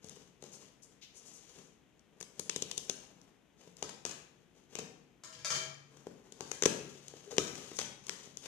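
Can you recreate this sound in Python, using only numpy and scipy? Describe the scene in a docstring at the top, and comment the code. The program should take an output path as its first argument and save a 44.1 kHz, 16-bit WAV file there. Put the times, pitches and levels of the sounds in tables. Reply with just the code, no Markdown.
"""Hands rub, bump and crinkle a taped cardboard parcel as it is turned on a stone counter in a small tiled room.
A knife point then pops through the tape in short slips and jabs the seam, and the knife is put down on the stone.
The flaps are pulled up, groaning, and the last tape snaps. Each slip is a burst of noise grains shaped by tape
and card, with a thump from the hollow box's modes. Grains also make the rubs and the knife's clack and ring;
dense fading reflections and two standing waves make the room, over a quiet noise background."""
import sys
import numpy as np
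from scipy import signal
from scipy.io import wavfile
from scipy.ndimage import uniform_filter1d

SR = 44100
rng = np.random.default_rng(int(sys.argv[2]) if len(sys.argv) > 2 else 0)


def inscribe(sig):
    """Save sig as 16-bit PCM at rate SR to the path in sys.argv[1].

    A 1-D sig is mono; a 2-D sig holds one channel per row.
    Samples are clipped to [-1, 1] before scaling.
    """
    pcm = np.round(np.clip(np.atleast_2d(sig).T, -1, 1) * 32767)
    wavfile.write(sys.argv[1], SR, pcm.astype(np.int16))


N = 373527  # length in samples

# grip shifts, blade drags and flap rubs: start_s, hold_s, skin_and_card_hiss_db, box_drone_db
RUB_STROKES = [(0, 0.22, -64, -60), (0.396, 0.24, -61, -59.5), (.8, .12, -76, -68),
               (1.115, 0.39, -63.5, -64), (1.5, 0.12, -63, -59), (1.87, 0.1, -87, -84),
               (2.103, 0.22, -97, -64), (2.33, .7, -63.5, -60), (3.033, 0.25, -78, -64),
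               (3.56, 0.12, -66.5, -60), (3.747, .07, -63.5, -60), (4.264, 0.72, -84, -74),
               (4.53, .04, -67, -61), (4.686, .11, -61, -57), (5.867, 0.52, -71.5, -61),
               (6.405, .18, -59, -59), (6.66, 0.77, -61.5, -61), (7.26, 0.45, -54, -54.5),
               (8.013, 0.26, -58, -60.5), (8.407, .07, -49.5, -51)]
# a hand or the knife bumps the box: start_s, level_db, stiffness_tilt_db_per_octave of the box modes
BOX_BUMPS = [(0.0426, -51, -22), (0.169, -57, 5), (0.425, -51, 3), (0.439, -51, 3), (1.579, -59, -7),
             (3.674, -55.5, -8), (5.969, -59, 10), (6.068, -41.5, 8), (6.3212, -57.5, -1), (7.137, -50, 7),
             (7.715, -46.5, 9), (8.273, -55, -12), (8.3694, -55, 12.5)]
# tape crinkles under a finger or the blade: start_s, level_db
TAPE_CRINKLES = [(0.0435, -60.5), (0.085, -61.5), (0.094, -56.5), (0.423, -61), (0.438, -61), (1.993, -74),
                 (2.2027, -58), (2.771, -58), (3.214, -69), (3.7673, -62.5), (6.3213, -57), (7.081, -54.5),
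                 (7.767, -55), (8.0666, -55.5), (8.3704, -50.5)]
# fingers sweep over the taped sides: start_s, length_s, level_db
FINGER_SWISHES = [(0.057, 0.023, -60), (0.513, 0.065, -55.5), (0.818, 0.037, -57.5), (1.145, 0.064, -57.5),
                  (1.245, 0.069, -57.5), (1.317, 0.081, -57.5), (1.427, 0.3, -70), (6.46, 0.18, -59.5),
                  (7.741, 0.064, -52)]
# the turning box or the knife scuffs the stone: start_s, length_s, level_db
STONE_SCUFFS = [(1.011, 0.05, -51), (5.345, .016, -52)]
# the blade slips forward through the tape:
# start_s, crack_db, card_knock_db (against the crack), box_thump_db, tape_pitch_hz
BLADE_SLITS = [(2.2093, -53, -0.5, -51.5, 7130), (2.226, -53.5, -7, -57, 5800),
               (2.394, -43.5, -9.5, -44.5, 6700), (2.4947, -38.5, -5.5, -47.5, 5230),
               (2.5602, -41.5, -8, -40.5, 5830), (2.6211, -40.5, -16, -42, 5120),
               (2.712, -43, -9.5, -58, 5140), (2.7771, -40, -17, -49.5, 5690),
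               (2.8951, -38.5, -8, -40.5, 5240)]
# the knife point or a fingernail jabs the seam: start_s, crack_db, box_thump_db, top_panel_ring_db
SEAM_STABS = [(3.8255, -44.5, -43, -44.5), (4.0512, -42.5, -45.5, -70), (4.753, -47.5, -46, -59),
              (4.7876, -49.5, -46, -50.5), (4.7919, -52.5, -44.5, -56), (6.4069, -49, -44, -46)]
# the knife meets the stone: start_s, level_db, counter_thud_db
KNIFE_LANDINGS = [(5.2361, -48.5, -68), (5.327, -53.5, -79), (5.351, -68, -59.5), (5.391, -56, -59.5),
                  (5.4469, -35.5, -75), (5.5038, -33, -48.5), (5.549, -37.5, -78)]
# tape lets go as the flaps are pulled up: start_s, crack_db, box_thump_db, rise_s
TAPE_POPS = [(6.5141, -43.5, -45, 0.0016), (6.6227, -37.5, -34.5, 0.00097), (6.634, -38, -34, 0.0016),
             (6.6549, -34, -63, 0.0012), (6.6579, -34.5, -23, 0.00151), (7.3818, -32, -26, 0.00076),
             (8.0939, -42.5, -49, 0.00097)]
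# a short stretch of tape peels off the card: start_s, level_db
TAPE_RIPS = [(3.891, -53.5), (4.06, -51.5), (4.092, -54), (4.109, -52), (7.365, -54), (7.476, -53),
             (7.552, -54), (7.7867, -41), (7.796, -50), (7.8117, -47.5), (8.0809, -55.5), (8.456, -53)]
# a flap drags over its neighbour and groans: start_s, length_s, level_db, flap_mode_hz
FLAP_GROANS = [(7.259, 0.029, -50.5, 407), (7.303, 0.033, -44, 453), (7.443, 0.102, -57, 402)]

# spectrum of tearing tape: frequency_hz, level_db
TAPE_SPECTRUM = [(900, -61), (2000, -28), (2800, 2), (3600, 1), (4600, 1), (5700, 2.5), (8400, -3),
                 (11000, -13), (15000, -21.5)]
# spectrum of tearing card: frequency_hz, level_db
CARD_SPECTRUM = [(300, -3.5), (700, 4.5), (1000, 4.5), (1500, 1), (2500, 3.5), (3500, -1), (6000, -14),
                 (12000, -37)]
# spectrum of skin and card rubbing on tape: frequency_hz, level_db
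SKIN_SPECTRUM = [(500, -4.5), (1000, -3.5), (1800, -5.5), (3000, 1), (4500, -2), (6500, -3), (9000, -10),
                 (14000, -20)]
# spectrum of the knife's clack: frequency_hz, level_db
STEEL_SPECTRUM = [(200, -21), (420, 1), (900, -3.5), (1500, -1.5), (2500, -0.5), (5000, 1.5), (7500, -5),
                  (10000, -14), (14000, -26)]
# spectrum of the quiet background: frequency_hz, level_db
AIR_SPECTRUM = [(20, -25.5), (45, 5), (80, -5.5), (150, 2.5), (300, 0.5), (600, -10), (1200, -17),
                (3200, -18), (4400, -29.5), (10000, -38), (15000, -34.5)]

# modes of the hollow box: mode_hz, level_db, t60_s
BOX_MODES = [(120, -21, 0.02), (188, 1, 0.029), (268.5, -4, 0.055), (397, 7.5, 0.03), (453, -8.5, 0.084),
             (730, -13, 0.013)]
# mode of the top panel: mode_hz, level_db, t60_s
TOP_PANEL_MODE = [(770, 0, 0.014)]
# modes of the knife on the stone: mode_hz, level_db, t60_s
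KNIFE_MODES = [(383.6, -2, 0.27), (493, -2.5, 0.34), (643, -4, 0.31), (1003, -1.5, 0.2), (1351, 0, .22),
               (1642, -1.5, 0.2), (1813, -2.5, 0.15), (2344, 2.5, 0.14), (3132, -1, 0.24), (3970, -5, 0.15),
               (4721, -11, 0.25), (5230, -6, 0.21), (6148, -13, 0.2), (6220, -8, 0.21)]
# standing waves of the room: mode_hz, level_db, t60_s
STANDING_WAVES = [(141.3, 4.5, 2.8), (176, -0.5, 0.96)]

# how long the tiles ring in each band: frequency_hz, t60_s
TILE_T60 = [(100, 1), (300, 0.74), (700, 0.68), (2000, 0.68), (5000, 0.55), (8000, 0.48), (14000, 0.51)]
# colour of the reflections: frequency_hz, level_db
TILE_COLOUR = [(60, -14), (150, 9), (280, -1), (420, -1.5), (1000, 1), (3000, 1.5), (7000, -0.5),
               (14000, 2)]
# left-right likeness of the reflections: frequency_hz, likeness (0 to 1)
TILE_LIKENESS = [(130, 0.8), (300, 1), (640, 0.027), (1400, 0), (3000, 0)]
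# colour of the left microphone port, which has a resonance: frequency_hz, level_db
LEFT_PORT = [(100, -1.5), (2500, 3), (4600, 3.5), (5500, 7.5), (6500, 14), (7400, 9), (8600, 6.5),
             (11000, 4.5), (14500, 0)]
# colour of the right microphone port: frequency_hz, level_db
RIGHT_PORT = [(100, -9), (700, -3.5), (2500, -4), (5200, -2), (7000, -6.5), (10000, -4), (14500, -8)]

AIR_DB = -65.5
EDGE_HZ = 14700  # upper band limit
RUB_ATTACK_S, RUB_RELEASE_S = 0.05, 0.052  # swell time, and decay constant after the hold
SWISH_HZ, SWISH_OCTAVES = 6580, 0.57
SCUFF_HZ, SCUFF_OCTAVES = 3340, 0.71
TWANG_DB, TWANG_RISE_S = -9.5, 0.004  # level against the crack, and time to the peak
TWANG_END, TWANG_FALL_S = 0.62, 0.00218  # pitch falls towards this share as the slit lengthens
SETTLE_DB, SETTLE_S = -18.5, 0.064  # level against the pop, and decay constant


def amp(db):
    """Decibels to linear gain."""
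    return 10 ** (np.asarray(db) / 20)


def evened(x):
    """Scales a sound to an RMS level of 1."""
    return x / np.sqrt(np.mean(x ** 2) + 1e-20)


def blow(x):
    """Scales a short sound to the energy of a hundredth of a second at level 1."""
    return x * np.sqrt(SR / 100 / (np.sum(x ** 2) + 1e-20))


def read(points, hz):
    """Reads a curve at the given frequencies, on a logarithmic frequency axis."""
    f, value = np.transpose(points)
    return np.interp(np.log(hz + 1), np.log(f + 1), value)


def add(mix, s, sound):
    """Mixes a sound in at the given time."""
    part = mix[..., max(round(s * SR), 0):][..., :sound.shape[-1]]
    part += sound[..., :part.shape[-1]]


def through(x, response):
    """Convolves a sound with an impulse response and keeps its length."""
    return signal.fftconvolve(x, response)[:len(x)]


def colour(points, size=2048):
    """Causal impulse response with the given spectrum, by way of minimum phase."""
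    log_gain = np.log(amp(read(points, abs(np.fft.fftfreq(size, 1 / SR)))))
    spectrum = np.exp(np.conj(signal.hilbert(log_gain)))
    return np.fft.ifft(spectrum).real[:size // 2]


def ring(modes, size):
    """Impulse response of a set of dying modes."""
    t = np.arange(size) / SR
    return sum(amp(db - 60 * t / t60) * np.cos(2 * np.pi * hz * t) for hz, db, t60 in modes)


def grains(n, per_s, spread_db):
    """Tiny slips at random moments; a positive spread makes a few much larger, a negative one smaller."""
    sizes = amp(spread_db * np.minimum(rng.exponential(1, n), 4)) * rng.choice([-1, 1], n)
    return sizes * (rng.random(n) < per_s / SR)


def air():
    """Quiet background of the room: coloured noise, half shared by both ports and half separate."""
    shared, left, right = (evened(through(rng.standard_normal(N), colour(AIR_SPECTRUM))) for _ in range(3))
    return amp(AIR_DB) * (shared + np.array([left, right])) / np.sqrt(2)


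def rubbing(hiss_db=-3, drone_db=-2, flutter_db=3.0):
    """Skin and card catch in fine grains that hiss on the tape and stir the box modes."""
    t = np.arange(N) / SR
    hiss, drone = np.zeros((2, N))
    for s, hold, rub_hiss_db, rub_drone_db in RUB_STROKES:
        swell = np.clip((t - s) / RUB_ATTACK_S, 0, 1)
        stroke = swell * np.exp(-np.maximum(t - s - hold, 0) / RUB_RELEASE_S)
        # where strokes overlap, the stronger one is heard
        hiss = np.maximum(hiss, amp(rub_hiss_db) * stroke)
        drone = np.maximum(drone, amp(rub_drone_db) * stroke)
    # the pressure flutters at random
    wander = uniform_filter1d(uniform_filter1d(rng.standard_normal(N), 500), 300)
    pressure = amp(flutter_db * evened(wander))
    top = evened(through(pressure * grains(N, per_s=3500, spread_db=2.5), colour(SKIN_SPECTRUM)))
    body = evened(through(pressure * grains(N, per_s=900, spread_db=0.5), ring(BOX_MODES, size=6000)))
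    return amp(hiss_db) * hiss * top + amp(drone_db) * drone * body


def tearing(burst, response):
    """One avalanche of tiny tears under the given envelope, coloured by the material."""
    return blow(through(burst * grains(len(burst), per_s=22000, spread_db=2.5), response))


def snap(crack_db, thump_db, rise_s, pitch_hz, card_db, stiffness_db, room_db, size=5000, tape_hz=5400,
         lag=1.487, shove=0.19, shove_s=0.0004, scatter_s=0.0032, aside=0.99):
    """A slip tears tape and card in milliseconds; the released wall springs back and thumps.

    Rows: left, right, towards the walls."""
    t = np.arange(size) / SR
    # taut tape cracks higher; a blow on a stiff edge favours the upper modes of the box
    tape = colour([(hz * pitch_hz / tape_hz, db) for hz, db in TAPE_SPECTRUM])
    card = colour(CARD_SPECTRUM)
    box = ring([(hz, db + stiffness_db * np.log2(hz), t60) for hz, db, t60 in BOX_MODES], size=size)
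    u = t / max(rise_s, 1e-4)
    burst = u ** 2 * np.exp(-1.7 * u)
    # the crumpled sheet radiates differently each way; hands and counter scatter what goes out to the walls
    scattered = through(burst, np.exp(-t / scatter_s))
    ahead, sideways, outward = (
        amp(crack_db) * (tearing(shape, tape) + amp(card_db) * tearing(shape, card))
        for shape in (burst, burst, scattered))
    # a smooth shove lags the start of the tear, with rough noise beside it
    push = shove * blow(np.exp(-((t - lag * rise_s) / shove_s) ** 2))
    release = push + blow(burst * rng.standard_normal(size)) / 3
    thump = amp(thump_db) * blow(through(release, box))
    left = ahead + thump
    right = .5 * ahead + aside * sideways + 1.54 * thump
    return np.array([left, right, amp(room_db) * (outward + thump)])


def touches(crinkle_thump_db=-14, bump_crack_db=-25):
    """A crinkle is nearly all tape, a bump nearly all box."""
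    out = np.zeros((3, N))
    for s, db in TAPE_CRINKLES:
        add(out, s, snap(db, db + crinkle_thump_db, rise_s=0.0012, pitch_hz=6060,
                         card_db=-9.5, stiffness_db=-1, room_db=-3.5))
    for s, db, stiffness_db in BOX_BUMPS:
        add(out, s, snap(db + bump_crack_db, db, rise_s=0.00121, pitch_hz=5100,
                         card_db=1, stiffness_db=stiffness_db, room_db=-2))
    return out


def glide(length, db, centre_hz, octaves, skirt_db=-24):
    """Very fine grains in one broad band, swelling and fading with the stroke."""
    n, hz = round(length * SR), np.geomspace(200, 16000, num=40)
    band_db = np.maximum(-6 * (np.log2(hz / centre_hz) / octaves) ** 2, skirt_db)
    hiss = evened(through(grains(n, per_s=18000, spread_db=-2), colour(np.c_[hz, band_db])))
    return amp(db) * hiss * np.sin(np.pi * np.linspace(0, 1, n) ** 0.92)


def swishes(swish_db=-3):
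    """Dry skin glides on smooth tape; a scuff on stone sounds about an octave lower."""
    out = np.zeros(N)
    for s, length, db in FINGER_SWISHES:
        add(out, s, glide(length, db, SWISH_HZ, SWISH_OCTAVES))
    for s, length, db in STONE_SCUFFS:
        add(out, s, glide(length, db, SCUFF_HZ, SCUFF_OCTAVES))
    return amp(swish_db) * out


def twang(hz, size=2000):
    """The freed edge of the tape twangs just after a slip: a very short falling note."""
    t = np.arange(size) / SR
    pitch = hz * (TWANG_END + (1 - TWANG_END) * np.exp(-t / TWANG_FALL_S))
    u = t / TWANG_RISE_S
    return blow(u ** 2 * np.exp(-2 * u) * np.sin(2 * np.pi * np.cumsum(pitch) / SR))


def cutting(twang_right_db=-6, twang_room_db=-14, size=5000):
    """Slitting is mostly tape over a soft thump; a jab goes into the card and rings the top panel."""
    out, panel = np.zeros((3, N)), blow(ring(TOP_PANEL_MODE, size=size))
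    twang_gains = amp([[0], [twang_right_db], [twang_room_db]])
    for s, db, card_db, thump_db, hz in BLADE_SLITS:
        add(out, s, snap(db, thump_db, rise_s=.0016, pitch_hz=hz,
                         card_db=card_db, stiffness_db=-1.5, room_db=-5.0))
        add(out, s, amp(db + TWANG_DB) * twang(hz) * twang_gains)
    for s, db, thump_db, panel_db in SEAM_STABS:
        add(out, s, snap(db, thump_db, rise_s=.001, pitch_hz=4970,
                         card_db=-3.5, stiffness_db=5.5, room_db=0.0))
        add(out, s, amp(panel_db) * panel)
    return out


def knife(size=20000, clack_s=0.0047, ring_db=-5.0, thud_hz=140, thud_s=0.011):
    """Handle and blade land in turn and rattle: a clack, briefly ringing steel and a dull thud."""
    out, t = np.zeros(N), np.arange(size) / SR
    steel, modes = colour(STEEL_SPECTRUM), ring(KNIFE_MODES, size=size)
    thud = blow(np.sin(2 * np.pi * thud_hz * t) * np.exp(-t / thud_s))
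    for s, db, thud_db in KNIFE_LANDINGS:
        contact = grains(size, per_s=9000, spread_db=2.5) * np.exp(-t / clack_s)
        clack = blow(through(contact, steel))
        ringing = blow(through(contact, modes))
        add(out, s, amp(db) * (clack + amp(ring_db) * ringing) + amp(thud_db) * thud)
    return out


def opening(rip_thump_db=-3):
    """Tape under strain pops off at once and jolts the box; slack tape peels more slowly and pushes it less."""
    out = np.zeros((3, N))
    for s, db, thump_db, rise_s in TAPE_POPS:
        add(out, s, snap(db, thump_db, rise_s, pitch_hz=5400, card_db=0, stiffness_db=7, room_db=-4.5))
    for s, db in TAPE_RIPS:
        add(out, s, snap(db, db + rip_thump_db, rise_s=0.00243, pitch_hz=5500,
                         card_db=0.0, stiffness_db=-2.5, room_db=0.4))
    return out


def settling(card_db=-2):
    """The creased card settles after each pop: stray little cracks of tape and card, dying away."""
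    t = np.arange(N) / SR
    strain = sum(amp(db) * (t > s) * np.exp(-abs(t - s) / SETTLE_S) for s, db, _, _ in TAPE_POPS)
    tape, card = (evened(through(grains(N, per_s=370, spread_db=2.0), colour(points)))
                  for points in (TAPE_SPECTRUM, CARD_SPECTRUM))
    return amp(SETTLE_DB) * strain * (tape + amp(card_db) * card) / 2


def groans(groan_t60=0.095, slips_per_s=700, size=5000):
    """A flap sticks and slips, and rings on in its own mode."""
    out = np.zeros(N)
    for s, length, db, hz in FLAP_GROANS:
        n = round(length * SR)
        slips = grains(n, per_s=slips_per_s, spread_db=5.0) * signal.windows.tukey(n)
        # silence after the slips leaves space for the ring
        groan = through(np.pad(slips, (0, size)), ring([(hz, 0, groan_t60)], size=size))
        add(out, s, amp(db) * groan / (np.std(groan[:n]) + 1e-9))
    return out


def tiles(first_s=0.0048, size=44100):
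    """Dense reflections off the tiles for both ports, most alike in the bass, each band dying at its own speed."""
    t = np.arange(size) / SR
    taps = rng.choice([-1, 1], (2, size)) * (rng.random((2, size)) < 5000 / SR) * (t > first_s)
    hz, when, (a, b) = signal.stft(taps, SR, nperseg=256)
    same = np.clip(read(TILE_LIKENESS, hz), -1, 1)[:, None]
    fade_db = -60 * when / read(TILE_T60, hz)[:, None]
    pair = np.array([a, same * a + np.sqrt(1 - same ** 2) * b])
    shaped = pair * amp(fade_db + read(TILE_COLOUR, hz)[:, None])
    tails = signal.istft(shaped, SR, nperseg=256)[1]
    return tails / np.linalg.norm(tails[0])


def room(x, boom_db=-21, turns_per_s=1.7, size=88200):
    """Two sets of dense reflections trade steadily, so that like hits do not get identical tails;
    two standing waves linger under them."""
    turn = 2 * np.pi * turns_per_s * np.arange(N) / SR
    echoes = np.zeros((2, N))
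    for share in (np.cos(turn), np.sin(turn)):
        echoes += np.array([through(x * share, tail) for tail in tiles()])
    boom = ring(STANDING_WAVES, size=size)
    return echoes + amp(boom_db) * through(x, boom / np.linalg.norm(boom))


def scene(rub_near_db=-3, rub_room_db=-3, knife_left_db=-8, knife_right_db=-3, knife_room_db=2,
          left_db=2, right_db=-2):
    """The box is close and faces the left port; the knife lands to the right, heard mostly by way of the walls."""
    *near, far = touches() + cutting() + opening()
    handling = rubbing() + swishes() + settling() + groans()
    steel = knife()
    left, right = (np.array(near) + amp(rub_near_db) * handling) * amp([[left_db], [right_db]])
    # the right port is a few samples further from the box
    parcel = np.array([left, np.pad(right, (3, 0))[:N]])
    landed = steel * amp([[knife_left_db], [knife_right_db]])
    walls = room(far + amp(rub_room_db) * handling + amp(knife_room_db) * steel)
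    return parcel + landed + walls + air()


def record(dry, low_cut_hz=42):
    """Colour of each port, a low cut, then the band limit."""
    ports = np.array([through(x, colour(port)) for x, port in zip(dry, (LEFT_PORT, RIGHT_PORT))])
    ports = signal.sosfilt(signal.butter(3, low_cut_hz, "high", fs=SR, output="sos"), ports)
    band_limit = signal.firwin(121, EDGE_HZ, window=("kaiser", 8), fs=SR)
    return signal.oaconvolve(ports, band_limit[None], "same")


dry = scene()
out = record(dry)
inscribe(out)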